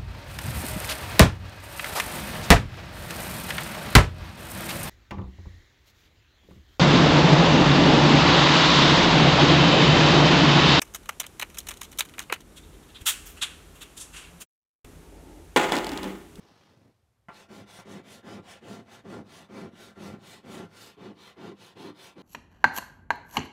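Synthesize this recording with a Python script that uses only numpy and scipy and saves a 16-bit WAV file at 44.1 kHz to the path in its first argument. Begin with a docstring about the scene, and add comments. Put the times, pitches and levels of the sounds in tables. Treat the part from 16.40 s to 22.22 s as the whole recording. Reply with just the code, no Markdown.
"""First a sleeve rustles as an arm rises, cloth sliding over cloth while its folds flap.
Then chalk knocks on a framed chalkboard and shades up and down. Each stroke hisses with its speed as
grains break off; chiefly on the down strokes the tip also sticks and slips, so the panel drums.
Toward the end the shading nears the frame, where the stiffer panel sounds hollower, and then it stops.
Throughout, a small room adds its reflections and a faint steady background."""
import sys
import numpy as np
from scipy import signal
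from scipy.fft import rfft, irfft
from scipy.io import wavfile
from scipy.ndimage import uniform_filter1d

SR = 44100
rng = np.random.default_rng(int(sys.argv[2]) if len(sys.argv) > 2 else 0)


def dump_mix(stems):
    """Bounce the given channels to the path in sys.argv[1] as a 16-bit WAV at rate SR."""
    frames = np.atleast_2d(stems).T  # one column per channel
    limited = np.clip(frames, -1, 1)  # hard clip at full scale
    pcm = np.round(limited * 32767).astype(np.int16)
    wavfile.write(sys.argv[1], SR, pcm)


N = 256662
TIME = np.arange(N) / SR

# Strokes, up and down by turns, each lasting until the next; hold < 1 is a flick, > 1 an even pace:
# (start [s], relative hiss level [dB], treble tilt [dB], hold [exponent], judder level [dB])
STROKES = [(0.895, -58.5, -2.5, 1.27, -64.5), (1.079, -58, -0.5, 1.45, -48),
           (1.256, -55.8, 0.8, 1.7, -61.5), (1.443, -55, -3, 1.14, -45.5), (1.627, -53.5, 1.5, 0.86, -55.5),
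           (1.822, -56, -4.5, 1.17, -44.5), (2.022, -52, 1, 0.52, -58.5), (2.203, -55, -1.5, 0.82, -45.5),
           (2.444, -57.4, -0.5, 0.66, -57), (2.632, -59.5, -3, 0.99, -40.5), (2.842, -56.5, 1.5, 0.87, -56),
           (3.08, -56, -4.5, 0.95, -42), (3.308, -56, 0.3, 0.83, -55), (3.548, -53.5, -1.5, 0.84, -43),
           (3.784, -54, 3.2, 0.79, -56.5), (4.024, -53.5, 1, 0.86, -43), (4.286, -54.5, 4, 0.87, -61),
           (4.559, -58.5, -11, 0.99, -47), (4.746, -57, -3, 1.09, -65), (4.957, -56, -9.5, 1.13, -44),
           (5.15, -57.5, -1.5, 1.05, -69), (5.348, -55, -5.4, 1.33, -45), (5.536, -54.6, 0.5, 0.95, -66.5),
           (5.746, -60, -9, 1.2, -45)]
LAST_STROKE_END_S = 5.956
# The tip lands or catches: (time [s], relative clack level [dB], relative thump level [dB])
KNOCKS = [(0.885, -54, -45.5), (1.388, -59.5, -51), (2.48, -67.5, -59), (3.334, -80, -48),
          (3.738, -73.5, -34.5), (3.785, -74, -46)]
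# Resonances of the panel and its frame: (frequency [Hz], width [Hz], lift [dB])
BOARD_MODES = [(91.3, 27, 6.5), (112.8, 25.3, 8), (162.7, 25, 6), (197.7, 39.6, 11.5), (262, 12.4, 4.5),
               (306.2, 28, 8.5), (356, 20, 4.5), (389.3, 49, 9), (497, 29.4, 7.5), (540, 34, 4),
               (671, 46, 8), (734.6, 23.5, 6.5), (805, 8.8, 4), (873, 61, 6), (1037, 73, 1),
               (1060, 46, 7.5), (1171, 18, 7), (1376, 50, 8.5), (1540, 140, 2), (1803, 110, 2.5),
               (2070, 56, 4), (2326, 26, 6.5), (2980, 270, 3), (3520, 46, 6), (3700, 120, 2.5)]
# Spectra of the chalk's friction and impacts: (frequency [Hz], relative level [dB])
GRIT_SPECTRUM = [(40, -9.5), (100, 0), (250, -1), (600, 1.5), (1300, -0.5), (2200, -0.5), (3400, 0),
                 (4600, -3.5), (7000, -6), (10500, -11), (13000, -17), (16000, -19.5)]
SLIP_SPECTRUM = [(30, -25.5), (65, -11.5), (95, -3), (150, 4.5), (200, 2.5), (290, 0), (390, -1), (600, -5),
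                 (1300, -12), (2000, -18), (3200, -30), (6000, -31), (16000, -61)]
CLACK_SPECTRUM = [(60, -11), (300, -7.5), (600, -5), (850, 1.5), (1400, -2), (2500, -9), (4000, -28),
                  (8000, -32), (16000, -48)]
THUMP_SPECTRUM = [(30, -26), (90, -1), (190, 10.5), (350, -9), (700, -17), (3000, -79), (16000, -73)]
# The stick rings more when pushed up than when pulled down: (frequency [Hz], gain [dB])
PUSH_COLOUR = [(100, 0), (200, -7.5), (330, -7.5), (510, 1), (1000, -0.5), (2400, -1), (3100, -1),
               (3750, 1), (5000, 0.5), (16000, 1)]
# The shading works its way across to the frame: (time [s], nearness [0-1])
FRAME_NEARNESS = [(4.3, 0), (4.55, 1)]
# Colour of the stiffer panel there: (frequency [Hz], gain [dB])
FRAME_COLOUR = [(60, -5), (100, -11.5), (150, 5.5), (230, -2.5), (320, 2), (450, 2), (590, -6.5),
                (950, 0.5), (1400, -3.5), (2400, 0.5), (4200, 2), (8000, -2.5), (13000, 0.5)]
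# Spectra of sliding cloth, flapping folds and the background: (frequency [Hz], relative level [dB])
SLIDE_SPECTRUM = [(100, -17), (900, 10.5), (2000, 0.5), (3500, 1), (5600, -1), (7500, -13), (12000, -19),
                  (16000, -25)]
FLAP_SPECTRUM = [(30, -27), (70, -10), (110, 0), (150, -4.5), (250, -6.5), (550, -11), (1000, -25.5),
                 (1800, -28.5), (16000, -48)]
BACKGROUND_SPECTRUM = [(25, -27), (65, -3), (90, -3), (115, -0.5), (160, -13), (250, -16.5), (650, -19),
                       (1500, -26.5), (5000, -34), (13000, -37), (16000, -53)]
# Reverberation time of the room: (frequency [Hz], time to fall 60 dB [s])
ROOM_T60 = [(150, 0.76), (1000, 0.14), (4000, 0.04), (14000, 0.04)]
# Reflections relative to the direct sound: (frequency [Hz], level [dB])
ROOM_REFLECTIONS = [(100, -8.5), (500, -9.5), (1500, -2.5), (5000, -3), (14000, -11)]


def chalk_hiss(speed, upward, hiss_db, bright_db, creep=0.1, slow_treble_db=-16):
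    """Abrasion: countless grains break off the tip, louder and brighter the faster it slides."""
    tilt_db = bright_db + slow_treble_db * (1 - speed)
    grains = rng.standard_normal(N) * gain_of(wander(500) + 0.77 * wander(38))
    # (frequency [Hz], share of the tilt [ratio])
    treble_share = [(1300, -0.27), (3500, 0.14), (10000, 0.8), (16000, 0.79)]
    streak_depth = [(300, .5), (1500, 2), (16000, 2.2)]  # (frequency [Hz], rms depth [dB])

    def colour_db(hz, s):
        tilt = at_frequency(treble_share, hz) * np.interp(s, TIME, tilt_db)
        push = at_frequency(PUSH_COLOUR, hz) * np.interp(s, TIME, upward)
        # the travelling tip meets the panel's high modes at changing places
        return tilt + push + at_frequency(streak_depth, hz) * streaks(tilt.shape)

    hiss = recolour(unit_rms(grains), colour_db, size=512)
    touching = TIME > STROKES[0][0]
    envelope = touching * gain_of(hiss_db + 4) * (creep + speed ** 1.15)
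    return resonate(hiss * envelope, GRIT_SPECTRUM, BOARD_MODES)


def chalk_judder(progress, speed, upward, judder_db, open_hz=238.6, frame_hz=299.6, sag_octaves=.35):
    """Stick-slip friction: each slip kicks the panel, at an unsteady rate that sags along the stroke."""
    mid_stroke_hz = open_hz + (frame_hz - open_hz) * nearness(TIME)
    rate_hz = mid_stroke_hz * 2 ** (sag_octaves * (.5 - progress))
    cycles = np.cumsum(rate_hz * np.exp(.4 * wander(160))) / SR
    slips = np.diff(np.floor(cycles), prepend=0) * gain_of(2.17 * wander(260))
    kicks = disperse(unit_rms(slips - uniform_filter1d(slips, size=600)))
    # slow slips are soft, fast ones sharp
    tilt_db = -9 * (1 - speed)
    treble_share = [(350, 0.012), (1200, 0.93)]  # (frequency [Hz], share of the tilt [ratio])
    kicks = recolour(kicks, lambda hz, s: at_frequency(treble_share, hz) * np.interp(s, TIME, tilt_db))
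    # after a turn the tip stays stuck for a moment, then breaks loose
    stuck, grip, release = 0.022, 0.073, 0.17  # shares of the stroke
    pressure = np.clip((progress - stuck) / grip, 0, 1) * np.clip((1 - progress) / release, 0, 1)
    lean_db = np.where(upward, 2, 3.5)  # the hand bears down along the stroke, less so going up
    force_db = judder_db + lean_db * np.interp(progress, [.2, .65], [-.5, .5]) + 1.2 * wander(40)
    swell_db = 3 * (speed - .5)  # faster sliding kicks harder
    return resonate(kicks * pressure * gain_of(force_db + swell_db), SLIP_SPECTRUM, BOARD_MODES)


def chalk_knocks(blow_db=24.5, chatter_db=-13, chatter_s=0.028):
    """Impact excitation: a blow of the tip clacks and thumps, with a brief chatter as it settles."""
    clacks, thumps = np.zeros((2, N))
    t = TIME[:SR // 10]
    for start_s, clack_db, thump_db in KNOCKS:
        chatter = gain_of(chatter_db) * rng.standard_normal(len(t)) * np.exp(-t / chatter_s)
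        at = round(start_s * SR)
        clacks[at:at + len(t)] += gain_of(clack_db) * ((t == 0) + chatter)
        thumps[at] += gain_of(thump_db)
    blows = resonate(clacks, CLACK_SPECTRUM, BOARD_MODES) + resonate(thumps, THUMP_SPECTRUM)
    return gain_of(blow_db) * blows


def hand_motion(fastest_up=.53, fastest_down=.48):
    """Reciprocating motion: the hand halts at each turn and is fastest near the middle of a stroke."""
    turns = np.r_[np.array(STROKES)[:, 0], LAST_STROKE_END_S]
    place = np.interp(TIME, turns, np.arange(len(turns)))
    stroke = np.minimum(place.astype(int), len(STROKES) - 1)
    progress, upward = place - stroke, 1 - stroke % 2
    _, hiss_db, bright_db, hold, judder_db = np.array(STROKES)[stroke].T
    fastest = np.where(upward, fastest_up, fastest_down)  # progress at top speed
    swing = abs(np.sin(np.pi * progress ** (np.log(.5) / np.log(fastest))))
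    speed = 1 - (1 - swing) ** hold
    return progress, speed, upward, hiss_db, bright_db, judder_db


def disperse(x, delay_s=0.004022, at_hz=300):
    """Dispersion: higher bending waves cross the panel faster, so a kick smears into a short chirp."""
    hz = np.fft.rfftfreq(N, 1 / SR)
    return irfft(rfft(x) * np.exp(-4j * np.pi * delay_s * np.sqrt(at_hz * hz)), N)


def frame_stiffening(x):
    """Edge stiffness: near the frame the panel yields less, so its boom fades and it sounds hollower."""
    return recolour(x, lambda hz, s: at_frequency(FRAME_COLOUR, hz) * nearness(s), size=1024)


def sleeve(slide_db=-65, fade_db_per_s=53, slows_s=0.23, flap_db=-62.5, rests_s=0.496, settle_s=.03):
    """Sliding friction: cloth on cloth fades as the arm slows; the folds flap softly until it rests."""
    sliding = gain_of(slide_db - fade_db_per_s * np.maximum(TIME - slows_s, 0))
    flapping = gain_of(flap_db) * np.clip(1 - (TIME - rests_s) / settle_s, 0, 1)
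    weave = rng.standard_normal(N) * sliding * gain_of(2 * wander(150))
    folds = rng.standard_normal(N) * flapping * gain_of(3 * wander(39))
    return resonate(weave, SLIDE_SPECTRUM) + resonate(folds, FLAP_SPECTRUM)


def room(x, first_echo_s=0.00293):
    """Reverberation: dense reflections from the near walls decay exponentially, band by band."""
    t = TIME[:SR // 2]
    echoes = rng.standard_normal(len(t)) * (t > first_echo_s)

    def decay_db(hz, s):
        t60 = at_frequency(ROOM_T60, hz)
        unit_energy_db = 10 * np.log10(2 * np.log(1000) / (t60 * SR))
        return at_frequency(ROOM_REFLECTIONS, hz) + unit_energy_db - 60 * s / t60

    return x + signal.oaconvolve(x, recolour(echoes, decay_db))[:N]


def background(level_db=-72.5):
    """Stationary noise: a faint, steady rumble."""
    return gain_of(level_db) * resonate(rng.standard_normal(N), BACKGROUND_SPECTRUM)


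def resonate(x, spectrum, modes=(), size=16384):
    """Resonance: modal peaks stand on a broad spectrum in a minimum-phase filter of unit energy."""
    hz = np.fft.rfftfreq(size, 1 / SR)
    peaks_db = sum(lift / (1 + (2 * (hz - f) / width) ** 2) for f, width, lift in modes)
    db = at_frequency(spectrum, hz) + peaks_db
    log_gain = np.log(gain_of(np.r_[db, db[-2:0:-1]]))
    transfer = np.exp(np.conj(signal.hilbert(log_gain)))
    response = np.fft.ifft(transfer).real[:size // 2]
    return signal.oaconvolve(x, response / np.linalg.norm(response))[:N]


def recolour(x, db_at, size=256):
    """Time-varying filtering: each short-time spectrum takes the gain db_at(frequency, time)."""
    frames = dict(fs=SR, nperseg=size, noverlap=size - size // 4)
    hz, t, spectra = signal.stft(x, **frames)
    return signal.istft(spectra * gain_of(db_at(hz[:, None], t)), **frames)[1][:len(x)]


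def wander(cutoff_hz):
    """Random modulation: low-passed noise of rms 1."""
    hz = np.fft.rfftfreq(N, 1 / SR)
    return unit_rms(irfft(rfft(rng.standard_normal(N)) / (1 + (hz / cutoff_hz) ** 4), N))


def streaks(shape, bins=3, frames=26):
    """Correlated noise: slowly shifting streaks of rms 1 over frequency and time."""
    field = rng.standard_normal(shape)
    for axis, length in enumerate((bins, frames)):
        field = uniform_filter1d(uniform_filter1d(field, length, axis), length, axis)
    return unit_rms(field)


def nearness(s):
    """Point of excitation: 0 on the open panel, 1 beside the frame."""
    return np.interp(s, *np.transpose(FRAME_NEARNESS))


def at_frequency(table, hz):
    """Interpolation along a log-frequency axis."""
    f, value = np.transpose(table)
    return np.interp(np.log(hz + 1), np.log(f + 1), value)


def gain_of(db):
    """Decibels to amplitude."""
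    return 10 ** (np.asarray(db) / 20)


def unit_rms(x):
    """Normalisation to rms 1."""
    return x / np.sqrt(np.mean(x ** 2) + 1e-20)


def scene():
    """Superposition: chalk and sleeve sound in the room, over its steady background."""
    progress, speed, upward, hiss_db, bright_db, judder_db = hand_motion()
    drumming = chalk_judder(progress, speed, upward, judder_db)
    chalk = chalk_hiss(speed, upward, hiss_db, bright_db) + drumming + chalk_knocks()
    return (background() + room(frame_stiffening(chalk) + sleeve()))[None]


def record(dry, cutoff_hz=15750):
    """Band limiting: a steep low-pass filter removes the highest treble."""
    low_pass = signal.firwin(511, cutoff_hz, window=("kaiser", 9), fs=SR)
    return signal.oaconvolve(dry, low_pass[None], "same")


dry = scene()
out = record(dry)
dump_mix(out)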